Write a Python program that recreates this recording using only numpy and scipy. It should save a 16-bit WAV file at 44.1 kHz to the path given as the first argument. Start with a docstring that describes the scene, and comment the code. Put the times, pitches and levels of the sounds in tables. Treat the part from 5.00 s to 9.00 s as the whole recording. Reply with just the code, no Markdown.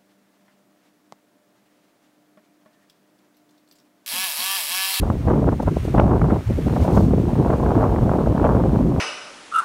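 """Gusty wind buffets a microphone on a rocky shore. From the start, large slow eddies rumble and the sea
hisses steadily below. Smaller eddies thump, flutter and crackle in ragged bursts, brighter as the wind
stiffens, and short puffs break through the lulls. A small wave washes over the rocks at 0.8 s with
grainy spray, a faint tick follows, and a second wave breaks at 1.8 s; then the wind blows more evenly."""
import sys
import numpy as np
from scipy import signal
from scipy.fft import rfft, irfft
from scipy.io import wavfile
from scipy.ndimage import uniform_filter1d

SR = 44100
rng = np.random.default_rng(int(sys.argv[2]) if len(sys.argv) > 2 else 0)


def store_wav(level_fs):
    """Save 16-bit WAV to argv[1]."""
    pcm = np.round(np.clip(np.atleast_2d(level_fs), -1, 1) * 32767)
    wavfile.write(sys.argv[1], SR, pcm.T.astype(np.int16))


N = 176400
T = np.arange(N) / SR
HZ = np.maximum(np.arange(N // 2 + 1) * SR / N, 1)

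# wind at the microphone: (time [s], relative flutter level [dB], buffeting level [dB])
GUSTS = [(0, -53, -18.5), (.05, -34, -28.5), (.14, -29.5, -27), (.21, -43, -29.5), (.25, -35.5, -28),
         (.28, -17.5, -22.5), (.36, -21, -16.5), (.43, -25.5, -20), (.49, -19, -20), (.51, -39, -26),
         (.57, -51, -27), (.66, -50, -31.5), (.72, -44, -20.5), (.81, -45, -38), (.92, -39, -23.5),
         (.95, -22, -20), (1.0, -15.5, -25), (1.06, -19.5, -18), (1.17, -23, -20), (1.2, -35.5, -23),
         (1.25, -21.5, -15), (1.32, -28.5, -25.5), (1.37, -25.5, -25.5), (1.42, -42, -34), (1.47, -49, -52),
         (1.5, -42, -24.5), (1.55, -43, -34.5), (1.64, -45, -23), (1.7, -28, -21), (1.85, -25.5, -23),
         (1.96, -23.5, -18.5), (2.03, -28, -16.5), (2.16, -33.5, -19), (2.3, -29.5, -22.5),
         (2.45, -23, -22.5), (2.57, -23, -24.5), (2.68, -20.5, -24), (2.85, -22, -25.5), (3.05, -27, -19.5),
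         (3.15, -22.5, -21.5), (3.34, -26, -22), (3.45, -17, -20.5), (3.6, -23, -20), (3.78, -23.5, -18),
         (3.88, -33, -17), (4, -23.5, -24)]
# brief knots of turbulence: (time [s], relative level [dB], half-width [s], upper edge [Hz])
PUFFS = [(0.034, -19.5, 0.014, 1100), (.102, -15.5, 0.0025, 1300), (0.284, -21.5, .01, 1700),
         (0.303, -18, 0.0038, 1480), (0.53, -19.5, 0.017, 1310), (.603, -16.5, 0.011, 1110),
         (0.631, -21, 0.014, 930), (.68, -15.5, 0.019, 1200), (0.77, -17.5, 0.0077, 870),
         (.853, -15.5, 0.0027, 570), (0.882, -20, 0.006, 694), (.95, -7, 0.004, 1020),
         (0.983, -15, 0.012, 1580), (0.999, -6.5, 0.0051, 1390), (1.217, -14, 0.0038, 1670),
         (1.307, -18.5, 0.013, 1670), (1.324, -12, 0.014, 544), (1.508, -16, 0.014, 543),
         (1.59, -16.5, 0.016, 610), (1.671, -14.5, 0.011, 553), (1.766, -13.5, 0.0074, 1150),
         (1.88, -14, 0.0057, 1110), (1.976, -8, .014, 1030), (2.137, -10.5, 0.005, 607),
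         (2.184, -9, 0.0067, 460), (2.4, -13, 0.032, 403), (2.505, -15.5, 0.0075, 1620),
         (2.663, -18.5, .004, 1610), (2.707, -17.5, 0.003, 1600), (2.774, -10, 0.023, 447),
         (2.831, -13, .004, 1280), (2.842, -14, 0.0057, 1380), (2.962, -22.5, 0.0043, 1930),
         (3.095, -18, 0.0024, 1670), (3.58, -18.5, 0.013, 900), (3.752, -20, 0.013, 724)]


def from_db(db):
    """The decibel scale: amplitude grows tenfold for every 20 dB."""
    return 10 ** (np.asarray(db) / 20)


def rms_one(x):
    """Normalisation: a signal divided by its RMS value has unit power."""
    return x / np.sqrt(np.mean(x ** 2) + 1e-20)


def in_time(rows):
    """Linear interpolation gives each column of a curve at every sample."""
    times, *columns = np.transpose(rows)
    return [np.interp(T, times, column) for column in columns]


def coloured(x, spectrum):
    """Spectral shaping: a white signal takes on the spectrum of its filter, here at unit power."""
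    hz, db = np.transpose(spectrum)
    gain = from_db(np.interp(np.log(HZ), np.log(hz), db))
    gain /= np.sqrt(1 + (HZ / hz[-1] / 2) ** 4)
    return rms_one(irfft(rfft(x) * gain, N))


def drift(corner_hz):
    """Random modulation: low-passed noise swings smoothly, softly limited to +-2."""
    slow = irfft(rfft(rng.standard_normal(N)) / (1 + (HZ / corner_hz) ** 2), N)
    return 2 * np.tanh(rms_one(slow) / 2)


def evened(x, window_s):
    """Division by the running RMS value holds the slow level at 1 and keeps the quick swings."""
    power = uniform_filter1d(x ** 2, int(window_s * SR))
    power = uniform_filter1d(power, int(window_s * SR / 2))
    return x / np.sqrt(np.abs(power) + 1e-9)


def clumped_noise(swing_db, corner_hz):
    """Intermittency: noise with a randomly modulated level comes in clumps."""
    return rng.standard_normal(N) * from_db(swing_db * drift(corner_hz))


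def wind():
    """Turbulent pressure: large eddies rumble, smaller ones buffet, still smaller ones flutter."""
    rumble_levels = [(0.0, -31), (0.02, -14), (0.15, -27), (0.33, -16.5), (0.38, -31), (0.49, -15.5),
                     (0.6, -34.5), (0.69, -16), (0.73, -39), (0.78, -20), (0.86, -30), (0.95, -17),
                     (1.35, -21), (1.43, -35), (1.49, -18.5), (1.6, -25.5), (1.73, -24), (1.8, -24),
                     (1.83, -10.5), (1.88, -51), (1.93, -15.5), (2.39, -25), (2.55, -20.5), (2.58, -29),
                     (2.64, -18), (2.67, -22), (3.02, -19), (3.24, -27.5), (3.31, -15), (3.35, -31),
                     (3.43, -20), (4.0, -23.5)]  # large eddies: (time [s], relative level [dB])
    # spectra of the three sizes of eddy: (frequency [Hz], relative density [dB])
    rumble_spectrum = [(18, -42), (30, -19), (42, -6), (60, 2.5), (85, -0.5), (115, 0), (160, -16),
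                       (300, -43)]
    buffet_spectrum = [(60, -25), (100, -11.5), (135, 2.5), (200, 1), (300, -3.5), (400, -11), (600, -29.5),
                       (1200, -96)]
    flutter_spectrum = [(200, -10), (330, -0.5), (430, 1), (650, 1.5), (1000, -5.5), (1300, -16.5),
                        (1600, -25), (2000, -36), (2800, -42), (5000, -79)]
    flutter_db, buffet_db = in_time(GUSTS)
    rumble_db, = in_time(rumble_levels)
    flow = clumped_noise(swing_db=4.5, corner_hz=170)  # one clump for each passing eddy
    surge_db = 3 * drift(corner_hz=16.5)
    rumble = evened(coloured(rng.standard_normal(N), rumble_spectrum), window_s=0.12)
    buffet = evened(coloured(flow, buffet_spectrum), window_s=0.048)
    flutter = evened(coloured(flow, flutter_spectrum), window_s=0.062)
    # stronger flow sheds smaller eddies, so the flutter brightens
    treble_hz, treble_db_per_db = 1100, 0.24
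    treble = irfft(rfft(flutter) / (1 + (treble_hz / HZ) ** 4), N)
    strength_db = flutter_db - flutter_db.mean() + surge_db
    flutter += treble * (from_db(treble_db_per_db * strength_db) - 1)
    return (from_db(rumble_db + 0.5) * rumble
            + from_db(buffet_db) * buffet
            + from_db(flutter_db + surge_db - 4.18) * flutter)


def sea_hiss():
    """Broadband noise from the open sea forms a nearly steady floor."""
    levels = [(0, -44.5), (.6, -45.5), (1.25, -47.5), (2.2, -43), (2.75, -43), (4, -44.5)]  # open sea: (time [s], level [dB])
    spectrum = [(100, 13), (500, 0.5), (1200, 1.5), (2300, -3), (3200, -6.5), (4400, -10), (6500, -12.5),
                (9300, -14.5), (13000, -18.5), (15500, -20)]  # hiss: (frequency [Hz], relative density [dB])
    sea_db, = in_time(levels)
    waver_db = 0.45 * drift(corner_hz=12)
    return from_db(sea_db + waver_db) * coloured(rng.standard_normal(N), spectrum)


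def crackle():
    """Shot noise: the smallest eddies snap at random instants, as hard as the wind blows."""
    spectrum = [(200, -3), (500, 6), (900, 3), (1300, -4.5), (1650, -11.5), (2100, -29), (3000, -37),
                (5000, -65)]  # one snap: (frequency [Hz], relative density [dB])
    snaps_per_s, spread_db = 46, 3.5
    flutter_db, _ = in_time(GUSTS)
    onsets = rng.random(N) < snaps_per_s / SR
    sizes = from_db(spread_db * np.clip(rng.standard_normal(N), -2, 2))
    signs = rng.choice([-1, 1], N)
    return from_db(flutter_db - 10) * coloured(onsets * sizes * signs, spectrum)


def puffs():
    """The eddy cascade: a puff holds many sizes of eddy; small ones are weaker, large ones last longer."""
    band_edges = [110, 230, 420, 700, 1050, 1500, 2100, 3000]  # one band for each size of eddy: (edge frequency [Hz])
    slope_db_per_octave, stretch_cycles = -3.5, 0.7
    edges = np.array(band_edges)
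    centres = np.sqrt(edges[:-1] * edges[1:])
    filters = [signal.butter(3, pair, "band", fs=SR, output="sos") for pair in zip(edges, edges[1:])]
    bands = [signal.sosfilt(sos, rng.standard_normal(N)) for sos in filters]
    out = np.zeros(N)
    for time, db, half_width, top_hz in PUFFS:
        near = np.abs(T - time) < 0.08
        shares = from_db(slope_db_per_octave * np.log2(centres)) / np.sqrt(1 + (centres / top_hz) ** 10)
        shares /= np.linalg.norm(shares)
        for band, hz, share in zip(bands, centres, shares):
            stretched_s = np.hypot(half_width, stretch_cycles / hz)
            bell = np.exp(-2 * ((T[near] - time) / stretched_s) ** 2)
            burst = rms_one(bell * band[near]) * np.sqrt(np.mean(bell ** 2))
            out[near] += from_db(db - 2) * share * burst
    return out


def slaps():
    """A bipolar pressure pulse: the core of each puff pushes and pulls once on the diaphragm."""
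    pitch_share = 0.52  # of the puff's upper edge
    signs = rng.choice([-1, 1], len(PUFFS))
    out = np.zeros(N)
    for (time, db, _, top_hz), sign in zip(PUFFS, signs):
        phase = np.clip(2 * np.pi * pitch_share * top_hz * (T - time), -10, 10)
        pulse = np.sin(phase) * np.exp(-0.5 * (phase / 2) ** 2)
        out += sign * from_db(db + 5.5) * pulse
    return out


def waves():
    """Amplitude modulation: grainy noise swells and drains as each wave washes over the rocks."""
    crests = [(.82, -46.5, 0.13, 0.14), (1.84, -45, 0.45, 0.08)]  # waves on the rocks: (time [s], level [dB], rise [s], fall [s])
    spectrum = [(300, -8), (1200, 9), (2400, 5.5), (3500, -0.5), (6000, -5), (9500, -7.5), (13000, -11),
                (15500, -18)]  # wash: (frequency [Hz], relative density [dB])
    envelope = np.zeros(N)
    for time, db, rise, fall in crests:
        width = np.where(T < time, rise, fall)
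        envelope += from_db(db) * np.exp(-0.5 * ((T - time) / width) ** 2)
    return envelope * coloured(clumped_noise(swing_db=2.6, corner_hz=900), spectrum)


def spray_and_tick():
    """Gaussian envelopes shape noise into bursts of bright spray hiss and one faint, short tick."""
    # bursts of spray hiss, and the tick at 1.48 s: (time [s], level [dB], half-width [s])
    bursts = [(.63, -48.5, 0.013), (.85, -50, .014), (1.479, -50, .004), (1.83, -48, .045),
              (1.96, -46, 0.069), (2.04, -51.5, 0.065)]
    spectrum = [(1000, -16), (3000, 5), (4500, 7), (9500, 1), (15500, -4)]  # bright hiss: (frequency [Hz], relative density [dB])
    envelope = sum(from_db(db) * np.exp(-2 * ((T - time) / width) ** 2) for time, db, width in bursts)
    return envelope * coloured(clumped_noise(swing_db=3.1, corner_hz=900), spectrum)


def scene():
    """Superposition: the pressures of wind and shore add in one channel."""
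    air = wind() + crackle() + puffs() + slaps()
    shore = sea_hiss() + waves() + spray_and_tick()
    return (air + shore)[None]


def record(dry):
    """Saturation rounds the largest peaks; the microphone port notches the treble, and the top is cut."""
    port_dips = [(4910, 130, -4), (7600, 580, -1.5), (10540, 580, -5)]  # notches of the port: (frequency [Hz], half-width [Hz], gain [dB])
    ceiling, cutoff_hz = 0.6, 15700
    rounded = dry / (1 + (dry / ceiling) ** 6) ** (1 / 6)
    port_db = sum(db * np.exp(-((HZ - hz) / width) ** 2) for hz, width, db in port_dips)
    low_pass = 1 / np.sqrt(1 + (HZ / cutoff_hz) ** 400)
    return irfft(rfft(rounded) * from_db(port_db) * low_pass, N)


dry = scene()
out = record(dry)
store_wav(out)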